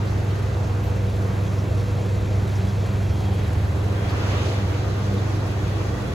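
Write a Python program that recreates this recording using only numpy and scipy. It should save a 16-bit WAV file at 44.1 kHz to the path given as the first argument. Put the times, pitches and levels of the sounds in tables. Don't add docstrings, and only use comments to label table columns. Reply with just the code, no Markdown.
import sys
import numpy as np
from scipy import signal
from scipy.fft import rfft, irfft
from scipy.io import wavfile
from scipy.ndimage import map_coordinates

SR = 44100
rng = np.random.default_rng(int(sys.argv[2]) if len(sys.argv) > 2 else 0)


def wav_out(sig):
    wavfile.write(sys.argv[1], SR, np.round(np.clip(np.atleast_2d(sig).T, -1, 1) * 32767).astype(np.int16))


N = 270774
TIME = np.arange(N) / SR
FREQS = np.maximum(np.arange(N // 2 + 1) * SR / N, 1)


def from_db(db):
    return 10 ** (np.asarray(db) / 20)


def in_time(rows):
    s, *columns = np.transpose(rows)
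    return [np.interp(TIME, s, column) for column in columns]


def across_hz(points):
    hz, value = np.transpose(points)
    return np.interp(np.log(FREQS), np.log(hz), value)


def lowpass_power(x, corner_hz, power):
    return irfft(rfft(x) / (1 + (FREQS / corner_hz) ** power), N)


def bandpass(x, low_hz, high_hz, floor_hz):
    edges_hz = np.clip([low_hz, high_hz], floor_hz, .45 * SR)
    sos = signal.butter(2, edges_hz, "band", fs=SR, output="sos")
    return signal.sosfilt(sos, x)


def drift(rate_hz):
    slow = lowpass_power(rng.standard_normal(N), rate_hz, 2)
    return (slow - slow.mean()) / slow.std()


def swell(crest_s, rise_s, fall_s, power=2):
    side_s = np.where(TIME < crest_s, rise_s, fall_s)
    return np.exp(-np.abs((TIME - crest_s) / side_s) ** power)


def tone(hz, level_db, rough, flutter_hz):
    phase = 2 * np.pi * (np.cumsum(hz * np.ones(N)) / SR + rng.random())
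    in_phase = (1 + rough * drift(flutter_hz)) * np.cos(phase)
    quadrature = rough * drift(flutter_hz) * np.sin(phase)
    return from_db(level_db) * (in_phase + quadrature) * np.sqrt(2 / (1 + 2 * rough ** 2))


def noise(db_per_hz):
    return irfft(rfft(rng.standard_normal(N)) * from_db(db_per_hz), N) * np.sqrt(SR / 2)


def resonances(width_hz):
    knots = rng.standard_normal(4000)
    return np.interp(FREQS / width_hz, np.arange(len(knots)), knots)


def stereo(mid, side):
    return np.array([mid + side, mid - side])


def placed(x, pan_db, lag_s):
    left = np.roll(x, round(lag_s * SR)) * from_db(pan_db / 2)
    return np.array([left, x * from_db(-pan_db / 2)])


# f/Hz, correlation
LIKENESS = [(25, 0.83), (60, 1), (130, 0.84), (280, 0.84), (450, 0.56), (650, 0.41), (1000, 0.29),
            (1500, -0.055), (2200, -0.23), (3200, -0.42), (4000, 0.041), (5400, -0.56), (6700, 0.56),
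            (9000, -1.7), (11000, 1), (13000, -0.82), (15000, 0.72)]


def room_noise(spectrum, ripple_db, modes=()):
    alike = np.clip(across_hz(LIKENESS), -.99, .99)
    colour = across_hz(spectrum) + ripple_db * resonances(width_hz=18)
    for hz, width_hz, lift_db in modes:
        colour = colour + lift_db / (1 + (2 * (FREQS - hz) / width_hz) ** 2)
    mid = noise(colour + 10 * np.log10((1 + alike) / 2))
    side = noise(colour + 10 * np.log10((1 - alike) / 2))
    return stereo(mid, side)


def eddies(x, depth_db, per_s):
    hz, s, frames = signal.stft(x, SR, nperseg=512)
    where = np.meshgrid(2 * np.log2(1 + hz / hz[2]), s * per_s, indexing="ij")
    patches = map_coordinates(rng.standard_normal((16, 256)), where, order=1, mode="nearest")
    return signal.istft(frames * from_db(depth_db * patches), SR)[1][..., :N]


def rustle(per_s, spread_db):
    flicks = (rng.random(N) < per_s / SR) * from_db(spread_db * np.minimum(rng.exponential(1, N), 3))
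    age = TIME[:SR // 8]
    power = np.maximum(signal.fftconvolve(flicks, age * np.exp(-age / 0.0034))[:N], 0)
    share = .2
    return np.sqrt(1 - share + share * power / power.mean())


# t/s, distance from door/m
DISTANCE = [(0, 0.62), (1.0, 0.58), (2.25, 0.53), (2.95, 0.49), (3.35, 0.58), (3.8, 0.61), (4.3, 0.7),
            (5.4, 0.68), (6.14, 0.7)]
NEAR_M = .5


def at_distance(near_db, db_per_m):
    return from_db(near_db + db_per_m * (in_time(DISTANCE)[0] - NEAR_M))


MAINS_HZ = 49.95
MOTOR_HZ, MOTOR_DB = 123.6, -32
HUM_SINKS_AT_S, HUM_SINK_DB_PER_S, HUM_SINK_DEPTH_DB = 5.77, 44, 19
# multiple of mains, level/dB, left minus right/dB, lag at left ear/s
HUM_OVERTONES = [(4, -47.5, -3, 0), (6, -46, 0, 0), (8, -45.5, -2, .0002), (10, -48, -4, .0006)]


def motors():
    sunk_db = np.clip(HUM_SINK_DB_PER_S * (TIME - HUM_SINKS_AT_S), 0, HUM_SINK_DEPTH_DB)
    hum = tone(2 * MAINS_HZ, -sunk_db, rough=0.0079, flutter_hz=2.2)
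    hum = hum * at_distance(near_db=-23, db_per_m=-8)
    buzz = np.zeros((2, N))
    for multiple, db, pan_db, lag_s in HUM_OVERTONES:
        overtone = tone(multiple * MAINS_HZ, db, rough=.4, flutter_hz=5)
        buzz += placed(overtone, pan_db, lag_s)
    second_motor = tone(MOTOR_HZ, MOTOR_DB, rough=.06, flutter_hz=3)
    return hum + buzz + second_motor


DRONE_DB, THROB_DEPTH_DB, THROBS_PER_S = -42, 4, 4.9
THROB_EDGE_S = 0.045
# start t/s, length/s, level/dB
THROBS = [(.74, 0.081, -38), (1.223, 0.084, -36.5), (1.48, .06, -35), (2.036, 0.048, -32.5),
          (2.33, 0.099, -33.5), (2.613, 0.07, -32.5), (2.92, 0.082, -32.5), (3.24, 0.09, -33),
          (3.6, .1, -38), (3.85, 0.078, -36.5), (4.25, 0.074, -37.5), (4.605, 0.087, -36),
          (5.031, 0.12, -32.5)]


def throb_db():
    gain = from_db(DRONE_DB + THROB_DEPTH_DB * np.minimum(drift(THROBS_PER_S), 1))
    for start_s, length_s, db in THROBS:
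        outside_s = np.maximum(np.abs(TIME - start_s - length_s / 2) - length_s / 2, 0)
        gain = np.maximum(gain, from_db(db) * np.exp(-(outside_s / THROB_EDGE_S) ** 2))
    return 20 * np.log10(gain)


SPEED_GAIN_PER_S = .0116
BLOWER_HZ, DRONE_HZ, SING_HZ = 78.1, 185.3, 3124
# t/s, level/dB
BLOWER_LEVEL = [(0, -40), (1.4, -33), (1.8, -40), (2.5, -33), (2.9, -34.5), (3.4, -25.5), (3.7, -25.5),
                (4.05, -32), (4.45, -30.5), (4.85, -30), (5.15, -44), (5.5, -33), (6.14, -38.5)]
# starting f/Hz, base level/dB, swell/dB, crest t/s, rise/s, fall/s, roughness 0-1, flutter/Hz
BLOWER_LINES = [(DRONE_HZ / 2, -41.5, 4.9, 2.65, 3.2, 1.1, 0.12, 2.6),
                (SING_HZ, -64.5, 2.8, 3.2, .4, 3, 1, 14)]


def blower():
    speed = 1 + SPEED_GAIN_PER_S * TIME
    drone = tone(DRONE_HZ * speed, throb_db(), rough=.15, flutter_hz=15.0)
    lowest = tone(BLOWER_HZ * speed, in_time(BLOWER_LEVEL)[0], rough=0.055, flutter_hz=1.0)
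    out = drone + lowest
    for hz, base_db, swell_db, crest_s, rise_s, fall_s, rough, flutter_hz in BLOWER_LINES:
        level_db = base_db + swell_db * swell(crest_s, rise_s, fall_s)
        out = out + tone(hz * speed, level_db, rough, flutter_hz)
    return out


# t/s, f/Hz, level/dB
WHINE = [(0, 477, -58), (.5, 479, -51), (.7, 480, -43), (1.35, 484, -42), (1.46, 485, -43.5),
         (1.54, 485, -50), (1.68, 486, -40), (2.0, 487.5, -39.3), (2.2, 488.5, -44), (2.35, 489, -44),
         (2.55, 489, -59), (4.0, 483, -54), (4.2, 484, -42), (4.45, 485, -50), (4.7, 486, -46),
         (4.9, 487, -52), (5.15, 488, -44), (5.4, 490, -53), (6.14, 494, -50)]


def whine():
    hz, db = in_time(WHINE)
    return tone(hz, db, rough=.1, flutter_hz=9)


SLIDE_SPAN = 1.5
# crest t/s, half length to 1/e/s, centre f/Hz, level/dB
SLIDES = [(.05, .1, 790, -44), (1.45, 0.17, 1140, -51.5), (2.5, 0.063, 5200, -72), (2.98, .07, 696, -49),
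          (3.42, 0.18, 2100, -46), (3.45, 0.35, 520, -45), (4.075, 0.046, 760, -48),
          (4.47, 0.032, 3000, -42), (4.76, 0.041, 2200, -45.5), (5.2, 0.09, 315, -36.5)]


def slides():
    out = np.zeros((2, N))
    folds = rustle(per_s=94, spread_db=15)
    rubbing = rng.standard_normal((2, N))
    for crest_s, half_s, hz, db in SLIDES:
        mid, side = bandpass(rubbing, hz / SLIDE_SPAN, hz * SLIDE_SPAN, floor_hz=50)
        band = stereo(mid, side / 2)
        out += from_db(db) * swell(crest_s, half_s, half_s) * folds * band / band.std()
    return out


# start t/s, level/dB, ring f/Hz, rise/s
TICKS = [(.06, -48, 4140, 0.016), (.828, -56, 13000, .018), (1.074, -51, 3600, .01),
         (1.458, -49, 3500, 0.0078), (1.461, -51, 6300, .011), (1.582, -51.5, 5500, .01),
         (2.01, -55, 6600, .012), (2.548, -47, 5740, 0.0076), (2.68, -51, 5400, 0.01),
         (3.088, -49, 5500, .009), (4.085, -46, 4370, 0.016), (5.045, -53, 6500, .01),
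         (5.177, -46, 4050, 0.0062)]


def ticks(spread):
    out = np.zeros(N)
    age = TIME[:SR // 4]
    for start_s, db, hz, rise_s in TICKS:
        envelope = age / rise_s * np.exp(1 - age / rise_s)
        burst = rng.standard_normal(len(age))
        burst = bandpass(burst, hz / (1 + spread), hz * (1 + spread), floor_hz=100)
        scrape = from_db(db) * envelope * burst / burst.std()
        at = round(start_s * SR)
        out[at:at + len(age)] += scrape[:N - at]
    return out


SQUEAK_WAVER, SQUEAK_WAVERS_PER_S = .003, 18
# start t/s, end t/s, mid f/Hz, level/dB
SQUEAKS = [(1.455, 1.5, 3320, -54), (2.665, 2.72, 3385, -51), (3.04, 3.17, 3235, -57.5),
           (3.17, 3.4, 3250, -54.3), (3.28, 3.56, 3915, -61), (3.7, 3.96, 3935, -59.5),
           (3.97, 4.08, 3275, -53.5), (4.74, 4.98, 3985, -55.3), (5.0, 5.07, 3320, -58),
           (5.14, 5.23, 3970, -58), (5.15, 5.36, 3320, -61), (5.3, 5.48, 3960, -59),
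           (5.51, 5.77, 3335, -59.5), (5.86, 6.02, 3352, -55), (5.88, 6.02, 1925, -50),
           (6.04, 6.14, 3385, -58)]


def squeaks():
    out = np.zeros(N)
    for start_s, end_s, hz, db in SQUEAKS:
        progress = np.clip((TIME - start_s) / (end_s - start_s), 0, 1)
        arch = np.sqrt(np.abs(np.sin(np.pi * progress)))
        creep = SPEED_GAIN_PER_S * (TIME - (start_s + end_s) / 2)
        waver = SQUEAK_WAVER * drift(SQUEAK_WAVERS_PER_S)
        out += arch * tone(hz * (1 + creep + waver), db, rough=.3, flutter_hz=30)
    return out


# f/Hz, level/dB per Hz
WHOOSH_COLOUR = [(100, -90), (220, -63), (310, -58), (400, -57.5), (500, -60.5), (700, -61.3), (900, -63.8),
                 (1200, -64.2), (2000, -69.5), (3100, -70.2), (4200, -74.8), (5200, -77.5), (6300, -80.5),
                 (7600, -86), (9000, -93), (11000, -95), (16000, -108)]
WHOOSH_SPLIT_HZ, WHOOSH_BODY_DB, WHOOSH_HISS_DB = 3700, -1.5, 0.2


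def whoosh():
    gust = eddies(room_noise(WHOOSH_COLOUR, ripple_db=1.6), depth_db=1.9, per_s=22)
    body = lowpass_power(gust, WHOOSH_SPLIT_HZ, 4)
    hiss = gust - body
    body = from_db(WHOOSH_BODY_DB) * body * swell(crest_s=4.33, rise_s=.38, fall_s=.35, power=1.6)
    hiss = from_db(WHOOSH_HISS_DB) * hiss * swell(crest_s=4.395, rise_s=.23, fall_s=.2, power=1.8)
    return body + hiss


# f/Hz, level/dB per Hz
RUMBLE = [(15, -96), (25, -73.5), (35, -63.5), (45, -54), (56, -50.5), (67, -43.8), (77, -48.5), (88, -51),
          (95.5, -51.5), (107, -56.5), (139, -53.7), (175, -56.5), (220, -66), (2000, -160)]
ROAR = [(60, -123), (150, -64), (230, -59), (340, -58.5), (480, -61.5), (600, -63), (720, -63.5),
        (900, -68.5), (1120, -69), (1400, -72.5), (2000, -76.5), (3300, -96), (5000, -107), (8000, -105),
        (16000, -150)]
DOOR_RUSH = [(300, -97), (1500, -78), (2100, -80), (2550, -77.5), (2950, -81.5), (4000, -82), (5000, -86),
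             (6300, -86), (7400, -90.5), (8500, -104), (16000, -170)]
THIN_HISS = [(3000, -140), (7000, -99), (8000, -93), (9000, -92), (10500, -93.3), (12000, -95),
             (14000, -97), (16000, -99.5)]
# t/s, level/dB
HISS_SWELL = [(0, -1.5), (.6, -1.5), (1.5, 0), (2.3, -1.2), (2.5, 1), (3.35, 0.2), (3.7, 0.5), (4.8, -1),
              (6.14, -0.5)]
ROAR_EDDY_DB, ROAR_EDDIES_PER_S = 1.7, 14


def airflow():
    rumble = room_noise(RUMBLE, ripple_db=2.0) * at_distance(near_db=0.6, db_per_m=-8)
    rumble = rumble * from_db([[-.5], [.5]])
    roar = eddies(room_noise(ROAR, ripple_db=2.0), ROAR_EDDY_DB, ROAR_EDDIES_PER_S)
    roar = roar * at_distance(near_db=-1.5, db_per_m=3.8) * from_db([[-.25], [.25]])
    cloth = rustle(per_s=50, spread_db=1.5)
    door = noise(across_hz(DOOR_RUSH) + 1.3 * resonances(width_hz=35))
    door = eddies(door, depth_db=1.0, per_s=16)
    door = door * at_distance(near_db=0.16, db_per_m=-24) * np.sqrt(cloth)
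    hiss = noise(across_hz(THIN_HISS)) * from_db(in_time(HISS_SWELL)[0]) * cloth
    return rumble + roar + door + placed(hiss, pan_db=0, lag_s=.000268)


# f/Hz, level/dB per Hz
RUSH = [(100, -92), (220, -61.5), (310, -58), (450, -64.5), (900, -67.5), (1400, -66), (2200, -71),
        (3100, -71.5), (4200, -74), (5200, -76.5), (6300, -76.5), (7600, -84.5), (9000, -90), (16000, -108)]
# f/Hz, width/Hz, lift/dB
DUCT_MODES = [(314, 92, 7.5), (680, 160, 5), (1130, 130, 4), (1900, 100, 2.5), (2570, 200, 1.5)]
RUSH_DB_AT_1_M, RUSH_SHIELDED_M = 1.5, 0.53


def room_rush():
    beyond_m = np.maximum(in_time(DISTANCE)[0] - RUSH_SHIELDED_M, 0)
    opening = beyond_m / (1 - RUSH_SHIELDED_M)
    rush = room_noise(RUSH, ripple_db=1.6, modes=DUCT_MODES)
    return from_db(RUSH_DB_AT_1_M) * opening * eddies(rush, depth_db=1.9, per_s=22)


def scene():
    lean_db = 0.5
    machine = (motors() + blower() + whine()) * from_db([[-lean_db], [lean_db]])
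    load = slides() + ticks(spread=0.14) + squeaks()
    return machine + load + whoosh() + airflow() + room_rush()


CUTOFF_HZ = 15700


def record(dry):
    edges = np.minimum(1, np.minimum(TIME, TIME[::-1]) / .002)
    sos = signal.ellip(10, .1, 80, CUTOFF_HZ, fs=SR, output="sos")
    return signal.sosfilt(sos, dry * edges)


dry = scene()
out = record(dry)
wav_out(out)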